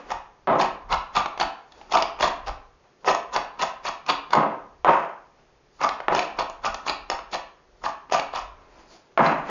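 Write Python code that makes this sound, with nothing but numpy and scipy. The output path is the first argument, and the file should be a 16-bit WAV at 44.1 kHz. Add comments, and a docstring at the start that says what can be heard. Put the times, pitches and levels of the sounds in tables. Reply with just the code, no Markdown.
"""In a hard-walled kitchen, a knife rocks through a heap of herbs on a wooden board.
Random jolts under the edge crunch leaves and stems and ring the board, the table and the steel;
now and then the blade is dragged sideways to gather the heap, and sharp knocks and cracks stand out.
Coloured grains make leaves rustle; filtered noise makes a quiet hush, low hum and rumble.
A diffuse noise echo surrounds knife and leaves; a sharp cut above 7 kHz leaves only faint treble."""
import sys
import numpy as np
from scipy import signal
from scipy.fft import rfft, irfft, next_fast_len
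from scipy.io import wavfile

SR = 44100
rng = np.random.default_rng(int(sys.argv[2]) if len(sys.argv) > 2 else 0)


def ratio_of_db(decibels):
    """Turn decibels (scalar or array-like) into linear amplitude factors; 0 dB maps to 1."""
    return 10 ** (np.asarray(decibels, float) / 20)


def dump_mix(stems):
    """Bounce the given channels to the path in sys.argv[1] as a 16-bit WAV at rate SR."""
    frames = np.atleast_2d(stems).T  # one column per channel
    limited = np.clip(frames, -1, 1)  # hard clip at full scale
    pcm = np.round(limited * 32767).astype(np.int16)
    wavfile.write(sys.argv[1], SR, pcm)


N = 418945

# chops through the heap, with relative drive levels and the board pitch where the blade lands:
# [start_s, board_db, crunch_db, pitch_hz, length_ms]
CHOP_STROKES = [(0.103, -16.5, -29.5, 1060, 27.6), (0.599, -11.5, -16, 1015, 42),
                (0.906, -11, -24, 1270, 48.5), (1.153, -7, -16, 1040, 42.7), (1.402, -9.5, -18, 940, 31.8),
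                (1.919, -8, -19, 810, 78), (2.205, -7.5, -18, 727, 70), (2.464, -17.5, -27.5, 1060, 31.7),
                (3.066, -7, -17, 747, 49), (3.332, -10.5, -23, 860, 53.5), (3.601, -12.5, -18, 920, 42),
                (3.851, -15, -19, 1020, 40.5), (4.087, -7, -14.5, 1040, 27), (4.328, -5, -21.5, 1190, 11),
                (5.813, -9.5, -23.5, 1180, 54.6), (6.124, -46, -23.5, 895, 107), (6.384, -14, -25, 716, 40),
                (6.643, -9.5, -21.5, 1200, 37), (6.866, -12.5, -20.5, 1060, 40.4),
                (7.098, -20.5, -31, 1030, 52), (7.327, -17, -19.5, 681, 33), (7.838, -15.5, -26, 986, 46.4),
                (8.12, -9, -19, 960, 54.3), (8.336, -20, -26.5, 1090, 69)]
# blade dragged across the board, with relative drive levels:
# [start_s, board_db, rasp_db, thump_db, pitch_hz]
DRAG_STROKES = [(0.473, -4.5, -41, -22, 593), (4.335, -5.5, -43, -23.5, 625), (4.847, -4, -32, -30, 685),
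                (6.081, -9.5, -43, -32.5, 630), (9.175, -4.5, -29.5, -18, 820)]
# sharp knocks and cracks: chop landings, blade set-downs, light touches between; relative levels:
# [start_s, board_db, crack_db]
SHARP_KNOCKS = [(0.104, -13.5, -24.5), (0.118, -10, -22), (0.473, -5.5, -36.5), (0.599, -2.5, -23),
                (0.631, -11, -25), (0.926, -9, -11), (1.152, -18, -32), (1.259, -10.5, -28),
                (1.376, -22, -28.5), (1.399, -8, -13.5), (1.41, -7, -15.5), (1.721, -43, -37),
                (1.813, -27.5, -42), (1.922, -15, -16.5), (1.971, -6, -12.5), (2.023, -8, -10),
                (2.189, -23.5, -35), (2.208, -5.5, -18), (2.226, -3.5, -10), (3.046, -20, -37.5),
                (3.077, -1.5, -23), (3.148, -10.5, -17), (3.362, -5, -9), (3.621, -17, -14),
                (3.852, -15.5, -34.5), (4.063, -23, -27), (4.090, -11, -29.5), (4.306, -23, -27.5),
                (4.333, -2.5, -14), (4.352, -2.5, -22), (4.847, -5, -32), (5.814, -9.5, -24),
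                (5.845, -13, -19.5), (5.89, -8.5, -16), (6.003, -17, -32), (6.083, -1.5, -30),
                (6.149, -6.5, -13), (6.192, -32, -13), (6.388, -7.5, -16), (6.498, -20, -28.5),
                (6.647, -14.5, -47), (6.663, -20.5, -18.5), (6.744, -13.5, -21), (6.866, -11, -34),
                (6.896, -10, -10.5), (7.1, -10, -13), (7.19, -17, -32), (7.331, -16, -42.5),
                (7.839, -10.5, -28), (7.861, -6, -30), (8.098, -25, -37), (8.122, -6, -15),
                (8.196, -15, -16), (8.336, -11.5, -37), (9.176, 0, -33), (9.193, -2.5, -62),
                (9.263, -8, -18)]
# resonances of the wooden board: [pitch_hz, width_hz, relative level_db]
BOARD_MODES = [(346, 100, -8.5), (498, 93, -13), (489, 97, -7.5), (649.4, 170, -0.5), (679.8, 36.6, -0.5),
               (764, 102, -3), (837, 90, 1), (948, 153, 1), (1095, 72, -2), (1193, 49.5, -4),
               (1306, 71, -4.5), (1447, 83, -10), (1736, 99, -10), (1763, 79, -13.5), (2160, 91, -10.5),
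               (2860, 88, -28.5), (2740, 77, -25.5)]


def rms_one(x):
    """Scale to rms 1."""
    return x / np.sqrt(np.mean(x ** 2) + 1e-20)


def at_hz(points, hz):
    """Read a table on a log-frequency axis."""
    points = np.array(points)
    return np.interp(np.log(np.maximum(hz, 1)), np.log(points[:, 0]), points[:, 1])


def colour(x, spectrum):
    """Give a signal a spectrum, with minimum phase so that nothing sounds early; white noise keeps its rms."""
    log_gain = at_hz(spectrum, np.arange(2049) * SR / 4096) * np.log(10) / 20
    cepstrum = irfft(log_gain)
    # folding the cepstrum onto positive time gives minimum phase
    cepstrum[1:2048] *= 2
    cepstrum[2049:] = 0
    pulse = irfft(np.exp(rfft(cepstrum)))
    return signal.oaconvolve(x, pulse / np.linalg.norm(pulse))[:N]


def resonate(x, hz, width_hz):
    """Two-pole resonance; white noise keeps its rms."""
    r = np.exp(-np.pi * width_hz / SR)
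    top = np.sqrt(SR / (np.pi * width_hz / 2)) * (1 - r * r) / 2
    return signal.lfilter([top, 0, -top], [1, -2 * r * np.cos(2 * np.pi * hz / SR), r * r], x + 1e-18)


def lowpass(x, order, hz):
    """Butterworth filter that dulls a sound above hz."""
    return signal.sosfilt(signal.butter(order, hz, fs=SR, output="sos"), x)


def bandpass(x, order, low_hz, high_hz):
    """Butterworth filter that keeps one band."""
    return signal.sosfilt(signal.butter(order, [low_hz, high_hz], "band", fs=SR, output="sos"), x)


def drift(rate_hz):
    """Slow chance, spread 1: twice-smoothed noise with 200 knots a second."""
    knots = rng.standard_normal(int(N / SR * 200) + 400)
    r = np.exp(-2 * np.pi * rate_hz / 200)
    settled = signal.lfilter([1], [1, -2 * r, r * r], knots)[390:]
    slow = rms_one(settled)
    return np.interp(np.arange(N) / SR * 200, np.arange(len(slow)), slow)


def grains(per_s, spread_db):
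    """Random clicks of very uneven size; rms 1."""
    sizes = ratio_of_db(spread_db * np.minimum(rng.exponential(1, N), 4))
    signed = sizes * rng.choice([-1, 1], N)
    return rms_one(signed * (rng.random(N) < per_s / SR))


def add(track, start_s, rise_ms, fade_ms, gains, lead_ms):
    """Add one stroke's pressure: soft first touch, then a swell from start_s that dies away."""
    start = round((start_s - .06) * SR)     # the first touch leads by up to 60 ms
    ms = np.arange(min(SR // 2, N - start)) * 1000 / SR - 60
    rise_ms, fade_ms = max(rise_ms, 1), max(fade_ms, 1)
    swell = (.5 + .5 * ms / rise_ms) ** 2
    fade = np.exp(-(np.maximum(ms - rise_ms, 0) / fade_ms) ** 1.09)
    touch = 0.32 * np.exp(ms / max(lead_ms, .1))
    shape = np.where(ms < 0, touch, np.where(ms < rise_ms, swell, fade))
    track[..., start:start + len(ms)] += np.multiply.outer(gains, shape)


def table_rumble():
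    """Low noise that swells as every chop and drag shakes the table, which settles again."""
    rumble = bandpass(rng.standard_normal(N), 1, 24, 51)
    rumble = rms_one(lowpass(rumble, 2, 70))
    shaking = np.full(N, ratio_of_db(-66))     # at rest
    for strokes, shudder_db in ((CHOP_STROKES, -47), (DRAG_STROKES, -51)):
        for start_s, *rest in strokes:
            add(shaking, start_s, 45, 64, ratio_of_db(shudder_db), lead_ms=45)
    return rumble * shaking * ratio_of_db(5.8 * drift(1.3))


def hush():
    """Coloured noise for the room, narrow noise for a low wavering hum, and the table's rumble."""
    # room noise spectrum: [pitch_hz, relative level_db]
    hush_spectrum = [(47, -30.5), (80, -2), (151, -0.5), (291, -5), (378, 4), (814, -6), (1250, -8),
                     (3990, -17), (6500, -17.5), (7000, -26.5), (9100, -51), (15400, -120)]
    steady = rms_one(colour(rng.standard_normal(N), hush_spectrum)) * ratio_of_db(-61.5 + 0.4 * drift(3.3))
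    hum = ratio_of_db(-75) * rms_one(resonate(rng.standard_normal(N), 146, width_hz=12))
    return steady + hum + table_rumble()


def rustle():
    """Fine leaf grains swell and fade in two colours: a dull rub and a bright wipe."""
    # rustles: a chop's tail at the start, blade pressing on leaves, a hand brushing leaves;
    # relative levels: [centre_s, spread_ms, rub_db, wipe_db]
    rustle_swells = [(0.001, 26, -41, -80), (0.11, 35, -40, -46), (1.787, 52, -52.5, -53),
                     (1.89, 40, -56, -57), (2.86, 22, -61.5, -74), (3.031, 13, -77, -56),
                     (5.40, 37, -63.5, -72), (5.785, 35, -70, -52.5), (7.81, 27, -75, -59.5),
                     (8.62, 69, -59.5, -81), (8.79, 81, -53, -55.5), (8.94, 40, -52.5, -46),
                     (9.12, 25, -66.5, -75), (9.51, 29, -26, -48)]
    # dull rub: [pitch_hz, relative level_db_per_hz]
    rub_spectrum = [(120, -27), (200, -4), (500, -1), (950, -1.5), (1300, -6.5), (2500, -13.5),
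                    (3500, -22.5), (7000, -31), (16000, -41)]
    # bright wipe: [pitch_hz, relative level_db_per_hz]
    wipe_spectrum = [(1500, -27), (2500, -9.5), (3900, -8), (4700, -1), (5100, -4.5), (5600, -7),
                     (7000, -8.5), (16000, -1.5)]
    t = np.arange(N) / SR
    rub, wipe = ratio_of_db(-68.5), ratio_of_db(-75)     # between swells
    for centre_s, spread_ms, rub_db, wipe_db in rustle_swells:
        swell = np.exp(-np.abs((t - centre_s) * 1000 / spread_ms) ** 1.1)
        rub = rub + ratio_of_db(rub_db) * swell
        wipe = wipe + ratio_of_db(wipe_db) * swell
    rub = rub * ratio_of_db(0.68 * drift(17)) * grains(9000, spread_db=2.0)
    wipe = wipe * ratio_of_db(1.6 * drift(20)) * grains(12000, spread_db=4.0)
    return colour(rub, rub_spectrum) + colour(wipe, wipe_spectrum)


def pressure():
    """How hard each board mode, the leaves, the dragged edge and the table are driven over time."""
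    rise_share = 0.41     # part of a chop's length spent biting in
    drag_rise_ms, drag_fade_ms = 33.3, 71
    on_board = np.zeros((len(BOARD_MODES), N))
    on_leaves, on_edge, on_table = np.zeros((3, N))
    pitches = np.array(BOARD_MODES)[:, 0]
    # no two landings find the modes alike
    mixes = rng.standard_normal((len(CHOP_STROKES), len(BOARD_MODES)))
    for (start_s, board_db, crunch_db, pitch_hz, length_ms), mix in zip(CHOP_STROKES, mixes):
        rise_ms, fade_ms = rise_share * length_ms, (1 - rise_share) * length_ms
        near_db = -6.0 * np.log2(pitches / pitch_hz) ** 2     # modes near the landing pitch speak most
        add(on_board, start_s, rise_ms, fade_ms, ratio_of_db(board_db + near_db + 1.14 * mix), lead_ms=9.8)
        add(on_leaves, start_s, rise_ms, 0.76 * fade_ms, ratio_of_db(crunch_db), lead_ms=7.1)
        add(on_table, start_s, rise_ms, fade_ms, ratio_of_db(board_db - 25.5), lead_ms=22)
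    for start_s, board_db, rasp_db, thump_db, pitch_hz in DRAG_STROKES:
        near_db = -5.0 * np.log2(pitches / pitch_hz) ** 2
        add(on_board, start_s, drag_rise_ms, drag_fade_ms, ratio_of_db(board_db + near_db), lead_ms=.5)
        add(on_edge, start_s, 2.1 * drag_rise_ms, drag_fade_ms, ratio_of_db(rasp_db), lead_ms=.5)
        add(on_table, start_s, drag_rise_ms, drag_fade_ms, ratio_of_db(thump_db), lead_ms=0.67)
    return on_board, on_leaves, on_edge, on_table


def knock_times():
    """Sample index, board level and crack level of each sharp knock or crack."""
    start_s, board_db, crack_db = np.transpose(SHARP_KNOCKS)
    return np.round(start_s * SR).astype(int), board_db, crack_db


def board_ring(jolts, on_board):
    """Jolts and knocks ring the modes of the wooden board."""
    at, board_db, _ = knock_times()
    scatter = rng.standard_normal((len(at), len(BOARD_MODES)))
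    ring = np.zeros(N)
    for k, (hz, width_hz, db) in enumerate(BOARD_MODES):
        drive = ratio_of_db(-14.5) * jolts * on_board[k]
        drive[at] += ratio_of_db(board_db) * (0.77 + scatter[:, k])     # each knock finds another mix of modes
        ring += (-1) ** k * ratio_of_db(db) * resonate(drive, hz, width_hz)
    return lowpass(ring, 4, 3300)     # wood under leaves is a soft contact


def table_thump(jolts, on_table):
    """The same jolts and knocks pass through the board and ring the table below."""
    # resonances of the table: [pitch_hz, width_hz, relative level_db]
    table_modes = [(120.4, 20, -6.5), (163, 18, 2), (227.5, 16, 2), (286, 19, 2.5), (378, 30, -1.5)]
    at, board_db, _ = knock_times()
    thumps = jolts * on_table
    thumps[at] += ratio_of_db(-11.5 + 0.94 * board_db)     # harder knocks thump harder
    ring = np.zeros(N)
    for k, (hz, width_hz, db) in enumerate(table_modes):
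        ring += (-1) ** k * ratio_of_db(db - 13) * resonate(thumps, hz, width_hz)
    return lowpass(ring, 2, 900)     # the board cushions the table


def patchy(x, patchy_db):
    """Each 0.6-octave band flickers on its own: leaves and stems of many sizes give way."""
    edges = 900 * 2 ** np.arange(0, 4.4, .6)
    flickering = np.zeros(N)
    for low, high in zip(edges, edges[1:]):
        flickering += ratio_of_db(patchy_db * drift(45)) * bandpass(x, 2, low, high)
    return flickering


def cut_leaves(snaps, on_leaves):
    """Stems snap in a dense rattle, and sharp cracks splinter as brief noise bursts."""
    at, _, crack_db = knock_times()
    crack = np.zeros(N)
    crack[at] = ratio_of_db(crack_db)
    burst = np.exp(-np.arange(700) / 150)     # a few milliseconds of splintering
    crack = signal.oaconvolve(crack, burst)[:N] * rng.standard_normal(N)
    return patchy(ratio_of_db(-4) * snaps * on_leaves + crack, patchy_db=1.5)


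def blade_ring(cutting, rasp):
    """Cutting, dragging and flicks of its flat side ring the steel."""
    # resonances of the steel: [pitch_hz, width_hz, relative level_db]
    blade_modes = [(3020, 1300, -16.5), (4040, 25, -25.5), (4545, 420, -15), (5340, 22, -46),
                   (6440, 520, -23)]
    # flicks of the flat of the blade: [start_s, relative level_db]
    flicks = [(4.306, -10), (5.028, -19), (6.152, -8), (6.166, -22), (9.26, 11), (9.302, -8.5)]
    struck = cutting + ratio_of_db(-19) * rasp
    flicked = np.zeros(N)
    for start_s, db in flicks:
        flicked[round(start_s * SR)] = ratio_of_db(db)
    ring = np.zeros(N)
    for hz, width_hz, db in blade_modes:
        drive = struck + flicked * (width_hz < 100)     # a flick wakes only the free, narrow modes
        # each mode's level wanders slowly by chance
        ring += ratio_of_db(db + 2 * drift(2.2)) * resonate(drive, hz, width_hz)
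    return ring


def knife():
    """Shared jolts under the edge crunch leaves, rasp on wood and ring the board, table and blade."""
    # crunch of leaves and stems: [pitch_hz, relative level_db_per_hz]
    crunch_spectrum = [(900, -27), (1500, -8.5), (1940, 1), (2140, -2), (2800, -4), (3450, -1.5),
                       (3950, -11.5), (4670, -5.5), (6200, -14), (7000, -7.5), (16000, -13.5)]
    # blade dragged on wood: [pitch_hz, relative level_db_per_hz]
    rasp_spectrum = [(900, -25.5), (1400, 7.5), (2000, 2), (2600, 0), (3200, -10), (3600, -25),
                     (5000, -18.5), (7000, -26), (16000, -7)]
    on_board, on_leaves, on_edge, on_table = pressure()
    jolts = grains(1500, spread_db=4.0) * ratio_of_db(2 * drift(87))
    snaps = 1.014 * jolts + 1.1 * grains(5000, spread_db=8.0)
    cutting = cut_leaves(snaps, on_leaves)
    rasp = snaps * on_edge
    wood = board_ring(jolts, on_board) + table_thump(jolts, on_table)
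    contact = colour(cutting, crunch_spectrum) + colour(rasp, rasp_spectrum)
    return wood + blade_ring(cutting, rasp) + contact


def kitchen(x):
    """Diffuse echo: noise that dies band by band, building up over the first milliseconds."""
    # time for the echo to fall 60 dB: [pitch_hz, decay_s]
    echo_decay = [(100, 0.18), (260, 0.46), (700, 0.43), (1840, 0.51), (4850, 0.27)]
    t = np.arange(int(.8 * SR)) / SR
    edges = 60 * 2 ** np.arange(0, 8.1, 1)     # octave bands
    echo = np.zeros(len(t))
    for low, high in zip(edges, edges[1:]):
        band = bandpass(rng.standard_normal(len(t)), 2, low, high)
        decay_s = at_hz(echo_decay, np.sqrt(low * high))
        echo += band * ratio_of_db(-60 * (t / decay_s) ** 1.007)
    echo *= 1 - np.exp(-t / 0.017)
    return signal.oaconvolve(x, echo / np.linalg.norm(echo))[:N]


def scene():
    """Knife and leaves close by, their echo, the hush."""
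    near = knife() + rustle()
    return (near + ratio_of_db(-9) * kitchen(near) + hush())[None]


def top_cut(x):
    """Nothing passes above the cut-off."""
    return signal.sosfilt(signal.butter(12, 15740, fs=SR, output="sos"), x)


def record(dry):
    """The sound is cut sharply above 7 kHz, leaving only faint treble; the highest peaks are rounded."""
    # treble cutoff with a faint shelf above it: [pitch_hz, gain_db]
    treble_cutoff = [(7000, 0.5), (7500, -41), (10800, -26), (11300, -41.5), (15000, -38.5), (15800, -71)]
    size = next_fast_len(N + 4096)
    gain = ratio_of_db(at_hz(treble_cutoff, np.arange(size // 2 + 1) * SR / size))
    heard = irfft(rfft(dry, size) * gain, size)[:, :N]
    heard = 0.99 * np.tanh(heard / 1.168)     # soft limit
    return top_cut(heard)


dry = scene()
out = record(dry)
dump_mix(out)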